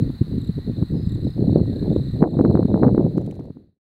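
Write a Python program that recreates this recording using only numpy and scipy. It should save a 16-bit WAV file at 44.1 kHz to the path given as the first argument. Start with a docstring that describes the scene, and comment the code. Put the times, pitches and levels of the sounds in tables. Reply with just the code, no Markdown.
"""Crickets and wind in night grassland.

Gusts buffet the microphone with low, fluttering thumps; the hardest makes the limiter duck.
Crickets chirp near 4 kHz, each wing stroke a short falling pulse, a few close by and many far off.
A higher insect trills twice, and faint calls, perhaps frogs, sit in a soft hiss.
Dry ticks and a rustle of grass come near the end, as everything fades out."""
import sys
import numpy as np
from scipy import signal
from scipy.fft import rfft, irfft
from scipy.io import wavfile
from scipy.ndimage import uniform_filter1d, minimum_filter1d

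SR = 44100
rng = np.random.default_rng(int(sys.argv[2]) if len(sys.argv) > 2 else 0)


def to_wav(sig):
    """Store sig (one row per channel, or 1-D mono) as 16-bit WAV at the path in sys.argv[1].

    Samples outside -1..1 are clipped; the rate is SR.
    """
    pcm = np.clip(np.atleast_2d(sig), -1, 1) * 32767
    pcm = np.round(pcm).astype(np.int16)
    wavfile.write(sys.argv[1], SR, pcm.T)  # frames by channels


N = 176400
TIME = np.arange(N) / SR


def from_db(db):
    """Decibels to gain."""
    return 10 ** (np.asarray(db) / 20)


def rms_one(x):
    """Scale to unit power."""
    return x / np.sqrt(np.mean(x ** 2) + 1e-20)


def curve(rows, at=TIME):
    """Read a breakpoint envelope along straight lines."""
    return np.interp(at, *np.transpose(rows))


def noise(spectrum):
    """Noise of unit power with the given colour."""
    hz, db = np.transpose(spectrum)
    bins = np.maximum(np.fft.rfftfreq(N, 1 / SR), 1)
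    colour = from_db(np.interp(np.log(bins), np.log(hz), db))
    return rms_one(irfft(rfft(rng.standard_normal(N)) * colour, N))


def add(out, start_s, sound):
    """Mix a sound in at its start time."""
    i = int(start_s * SR)
    a, b = max(i, 0), min(i + len(sound), N)
    if b > a:
        out[a:b] += sound[a - i:b - i]


def swirls(times, gains, pitches, slope, reach_s=.015):
    """Each passing swirl of air gives one smooth swing of pressure, lopsided at random."""
    out, t = np.zeros(N), np.arange(-reach_s, reach_s, 1 / SR)
    taper = (1 - (t / reach_s) ** 2) ** 2
    for s, gain, hz, turn in zip(times, gains, pitches, rng.random(len(times))):
        u = 2 * np.pi * hz * t / slope
        swell = (1 + u * u) ** (-(slope + 1) / 2)
        swing = np.cos((slope + 1) * np.arctan(u) + 2 * np.pi * turn)
        add(out, s - reach_s, gain * swell * swing * taper)
    return out


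def buffets(wake_count=4, wake_spread_s=.0045, wake_octaves=.25, slope=3.74):
    """Each thump is one big swirl in a wake of smaller ones; the stronger its front, the sharper."""
    # Hard hits of air, trimmed in level and pitch below: time_s, body_db, pitch_hz, front_db
    hits = [(0.025, -6.5, 160.0, -42), (0.078, -15.5, 210.0, -42), (0.103, -9, 169, -34.5),
            (0.216, -2.5, 145, -46), (0.331, -15.0, 150.0, -40), (0.382, -3, 156, -42),
            (0.497, -4, 153.5, -42), (0.673, -19.5, 230.0, -52), (0.827, -2, 167, -29),
            (0.943, -17, 213, -38), (0.955, -12.5, 211, -38), (1.074, -7.5, 126, -42),
            (1.159, -16, 200.0, -41), (1.254, -13.5, 160.0, -52), (1.395, -8, 202, -48.5),
            (1.427, -8, 223, -37), (1.483, -5.5, 198, -37.5), (1.53, -4, 174, -43), (1.56, 0.5, 243, -25.5),
            (1.596, -16, 236, -30.5), (1.615, -4, 183, -43), (1.658, -30.5, 216, -36.5),
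            (1.827, -11, 241, -35), (1.881, -8.5, 225, -39), (1.93, -5, 205, -38), (1.964, -3, 257, -27),
            (2.227, 6, 245, -6.5), (2.24, -2.5, 244, -9.5), (2.371, -3.5, 201, -28),
            (2.392, -3, 247, -18.5), (2.411, 1.5, 249, -18), (2.451, -7, 248, -14.5),
            (2.459, -1.5, 190.0, -23.5), (2.503, -2.5, 181, -26), (2.554, 0.5, 237.3, -17),
            (2.574, -7.5, 250, -20.5), (2.594, 0.5, 252, -26.5), (2.629, -7, 250, -22.5),
            (2.655, -2, 180.0, -30), (2.717, -10, 249, -35), (2.743, 0.5, 252, -18),
            (2.833, -2, 243, -10.5), (2.846, -7, 250, -19), (2.869, 0.5, 210.0, -22.5),
            (2.882, -7, 251, -18), (2.948, -1.5, 251.6, -24), (2.98, -1, 250, -18.5), (2.996, -3, 211, -29),
            (3.051, -4.5, 220.0, -30), (3.181, -1.0, 220.0, -19.5), (3.409, -10, 250, -26),
            (3.506, -1, 211, -25), (3.571, -5, 220.0, -23.5)]
    s, db, hz, front_db = np.transpose(hits)
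    out = swirls(s, from_db(db - 2.5), hz * .96, slope)
    front_hz = 600 * 2 ** (.016 * (front_db + 26))
    out += swirls(s, from_db(front_db + 1.5), front_hz, slope=3.0)
    scatter = np.clip(rng.standard_normal((len(s), wake_count, 2)), -2, 2)
    for when, pitch in scatter.transpose(1, 2, 0):
        wake_hz = hz * 2 ** (wake_octaves * pitch)
        out += swirls(s + wake_spread_s * when, from_db(db - 11.5), wake_hz, slope)
    return out


def wind(eddies_per_s=400, spread_db=2.17, spread_octaves=.48, flutter_hz=30.01, flutter_db=7):
    """Dense eddies grow louder and higher with the gust and come in fluttering clumps, over a rumble."""
    # Strength of the wind at the microphone: time_s, level_db
    gust = [(0.0, -17), (0.19, -35.5), (0.38, -20), (0.41, -29.5), (0.5, -21.5), (0.53, -42.5), (0.58, -21),
            (0.64, -36.5), (0.68, -17), (0.75, -31.5), (0.82, -17), (0.89, -45.5), (0.9, -23.5),
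            (0.97, -20), (1.05, -28), (1.27, -21), (1.34, -37), (1.38, -18.5), (1.97, -18.5), (2.12, -33),
            (2.15, -16), (2.19, -24), (2.23, -2), (2.3, -23), (2.4, -12), (2.52, -17), (2.54, -12.5),
            (2.67, -23), (2.73, -14), (2.8, -19.5), (2.87, -9.5), (2.96, -23.5), (2.98, -15), (3.31, -17),
            (3.49, -18), (3.54, -32.5), (3.57, -20.5), (3.71, -23.5)]
    # Eddy pitch at the usual gust strength, rising with wind speed: time_s, pitch_hz
    eddy_pitch = [(0, 150.7), (1.2, 146.8), (1.5, 170), (1.95, 165), (2.1, 137.2), (2.23, 194.8),
                  (2.5, 178.5), (2.85, 188), (3.1, 172.8), (3.6, 184.2)]
    # Colour of the low rumble: frequency_hz, level_db
    rumble_colour = [(20, -25), (40, -9), (70, -4.5), (110, 4), (180, -1), (300, -17.5), (600, -43),
                     (1500, -78.5)]
    usual_db, octaves_per_db = -22.5, .0534
    jitter, scatter = rng.random(4000), rng.standard_normal((4000, 2))
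    s = (np.arange(len(jitter)) + jitter) / eddies_per_s
    size, pitch = np.clip(scatter[s < N / SR].T, -2, 2)
    s = s[s < N / SR]
    flutter = np.interp(s * flutter_hz * 2, np.arange(1000), rng.uniform(-1, 1, 1000))
    octaves = spread_octaves * pitch + octaves_per_db * (curve(gust, s) - usual_db)
    gains = from_db(spread_db * size + flutter_db * flutter)
    eddies = rms_one(swirls(s, gains, curve(eddy_pitch, s) * 2 ** octaves, slope=3.45))
    rumble = noise(rumble_colour) * from_db(-28.5 + .7 * (curve(gust) - usual_db))
    return eddies * from_db(curve(gust) - 2.5) + rumble


def wing_stroke(hz, length_s, fall, overtones=()):
    """One closing of the wings: a tone that sinks as the stroke slows, brightest at its height."""
    u = np.linspace(0, 1, int(length_s * SR))
    phase = 2 * np.pi * (np.cumsum(hz * (1 + fall * (.5 - u))) / SR + rng.random())
    swell = np.sin(np.pi * u) ** 2
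    sheen = sum(from_db(db) * np.sin(k * phase) for k, db in overtones)
    return swell * (np.sin(phase) + swell * sheen)


def add_chirp(out, start_s, hz, period_s, db, overtones, fall):
    """Mix in a run of four wing strokes, the first one softer."""
    for k, accent_db in enumerate([-6.5, 0, 0, 0]):
        stroke = wing_stroke(hz, length_s=.019, fall=fall, overtones=overtones)
        add(out, start_s + k * period_s, from_db(db + accent_db) * stroke)


def near_crickets():
    """Close crickets rub their wings in distinct chirps, each with its own brightness."""
    # Close chirps: start_s, pitch_hz, pulse_period_s, level_db, brightness_db
    chirps = [(.128, 4250, 0.024, -55, 2), (.379, 3865, 0.029, -48, 5.5), (.735, 3960, 0.024, -49, -10),
              (0.823, 4180, .027, -53, 3), (1.057, 3810, 0.028, -47.5, 6), (1.207, 3950, 0.03, -45.5, -2.5),
              (1.465, 3900, .029, -46.5, -5), (1.721, 4100, 0.033, -49.5, -7), (1.905, 3876, 0.027, -52, 1),
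              (2.05, 3964, .028, -51, -1.5), (2.24, 3826, 0.031, -49, 0.5), (2.49, 3934, .031, -48.5, -4),
              (2.756, 3980, 0.026, -55.5, 0)]
    # Wing overtones, before a chirp's brightness is added: harmonic, level_db
    overtones = [(2, -14.5), (3, -19.5)]
    out = np.zeros(N)
    for start, hz, period, db, bright_db in chirps:
        timbre = [(k, level + bright_db) for k, level in overtones]
        add_chirp(out, start, hz, period, db, timbre, fall=.24)
    return out


def trilling_insect(jitter_s=.0022):
    """A higher insect trills in quick, slightly uneven wing strokes, swelling and sinking."""
    # Trills: start_s, length_s, pitch_hz, pulse_period_s, level_db
    trills = [(.91, 0.2, 4980, .0125, -58), (1.205, 0.19, 4980, .019, -60)]
    out = np.zeros(N)
    for start, length, hz, period, db in trills:
        for s in np.arange(0, length, period):
            gain = from_db(db) * np.sin(np.pi * s / length)
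            onset = start + s + jitter_s * rng.standard_normal()
            add(out, onset, gain * wing_stroke(hz, length_s=.016, fall=.12))
    return out


def cricket_chorus(chirps_per_s=60, pitch_hz=4030, period_s=.029, spread_db=2.0):
    """Many far crickets, each at its own pitch and pace, merge into a shimmering band."""
    # Swell of the chorus: time_s, level_db
    swell = [(0, -60), (.8, -60), (1.4, -58.5), (1.8, -53), (2.2, -55.5), (2.6, -59), (3.1, -62),
             (3.7, -69.5)]
    # Wing overtones from afar: harmonic, level_db
    overtones = [(2, -18.5), (3, -30)]
    out = np.zeros(N)
    for k, (when, pitch, pace, size) in enumerate(rng.standard_normal((400, 4))):
        start = (k + .5 * when) / chirps_per_s - .1
        if start < N / SR:
            hz, period = pitch_hz * (1 + .035 * pitch), period_s * (1 + .08 * pace)
            add_chirp(out, start, hz, period, spread_db * size, overtones, fall=.13)
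    return rms_one(out) * from_db(curve(swell))


def dry_ticks(grains_per_s=110, decay_s=.0027):
    """Tiny dry snaps, gone in a few milliseconds, among fainter grains of rustling grass."""
    # Ticks, lifted slightly below: time_s, level_db
    ticks = [(3.175, -45), (3.262, -46.5), (3.3114, -40.5), (3.3538, -50), (3.3962, -46), (3.4401, -52)]
    # Swell of the grass rustle: time_s, level_db
    rustle = [(3.05, -87), (3.18, -62), (3.33, -59), (3.45, -57), (3.6, -79)]
    # Colour of ticks and rustle: frequency_hz, level_db
    colour = [(500, -8.5), (2500, 0), (5000, -7.5), (7000, -7), (10000, -8.5), (15000, -19)]
    buffet_snap = (2.226, -42)  # lands on the hardest buffet
    impulses = (rng.random(N) < grains_per_s / SR) * rng.exponential(1, N) * from_db(curve(rustle))
    for s, db in [buffet_snap, *ticks]:
        impulses[int(s * SR)] += from_db(db + 1.5)
    envelope = signal.lfilter([1], [1, -np.exp(-1 / (decay_s * SR))], impulses + 1e-18)
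    return envelope * noise(colour)


def far_calls(width_hz=120):
    """Soft notes, perhaps frogs, blurred by distance into narrow bands."""
    # Faint calls: middle_s, half_length_s, pitch_hz, level_db
    calls = [(.07, 0.061, 1940, -63), (.61, 0.1, 1914, -60.5), (0.733, 0.093, 1880, -67),
             (0.88, 0.079, 1920, -70), (1.113, 0.23, 1880, -68), (1.3, 0.066, 1883, -67),
             (1.693, 0.06, 1880, -61), (1.796, 0.17, 1686, -60.5), (2.12, 0.17, 1870, -64.5)]
    lowpass = signal.butter(2, width_hz / 2, fs=SR, output="sos")
    blur = rms_one(signal.sosfilt(lowpass, rng.standard_normal((2, N))))
    out = np.zeros(N)
    for middle, half_length, hz, db in calls:
        swell = np.cos(np.pi / 2 * np.clip((TIME - middle) / half_length, -1, 1)) ** 4
        phase = 2 * np.pi * hz * TIME
        out += from_db(db) * swell * (blur[0] * np.cos(phase) + blur[1] * np.sin(phase))
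    return out


def night_air(air_db=-54.5, hiss_db=-66.5):
    """A bed of distant night ambience and even hiss, drifting gently in level."""
    # Colour of the far ambience: frequency_hz, level_db
    air_colour = [(100, 3), (700, 0), (1200, -3), (1550, -4), (1900, -2), (2200, -9), (3200, -13.5),
                  (4100, 5.5), (4700, -8.5), (5400, -29.5), (8000, -33), (16000, -47)]
    # Colour of the hiss: frequency_hz, level_db
    hiss_colour = [(1000, -4), (6000, -4.5), (9000, -2.5), (11000, 0), (13000, -4), (16000, -3)]
    # Level ride on the whole bed: time_s, gain_db
    ride = [(0, 0.5), (1.0, -1), (1.6, -2), (1.8, 0), (2.15, -0.5), (2.5, -3), (3.0, -4), (3.7, 6)]
    bed = from_db(air_db) * noise(air_colour) + from_db(hiss_db) * noise(hiss_colour)
    return bed * from_db(curve(ride))


def scene():
    """Wind and insects over the faint background of the night, in mono."""
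    background = night_air() + dry_ticks() + far_calls()
    return (background + buffets() + wind() + near_crickets() + trilling_insect() + cricket_chorus())[None]


def record(dry):
    """A limiter ducks on peaks above full scale, the sound fades out and the top is cut."""
    attack_s, release_db_per_s = .0013, 44.5
    fade_end_s, fade_s, cutoff_hz = 3.807, .8, 15700
    over_db = np.maximum(20 * np.log10(np.abs(dry[0]) + 1e-9), 0)
    release_db = release_db_per_s * TIME
    held_db = np.maximum.accumulate(over_db + release_db) - release_db
    width = int(2 * attack_s * SR)
    gain_db = uniform_filter1d(minimum_filter1d(-held_db, width), width)
    fade = np.clip((fade_end_s - TIME) / fade_s, 0, 1) ** 2.13
    lowpass = signal.ellip(10, .1, 80, cutoff_hz, fs=SR, output="sos")
    return signal.sosfilt(lowpass, dry * from_db(gain_db) * fade)


dry = scene()
out = record(dry)
to_wav(out)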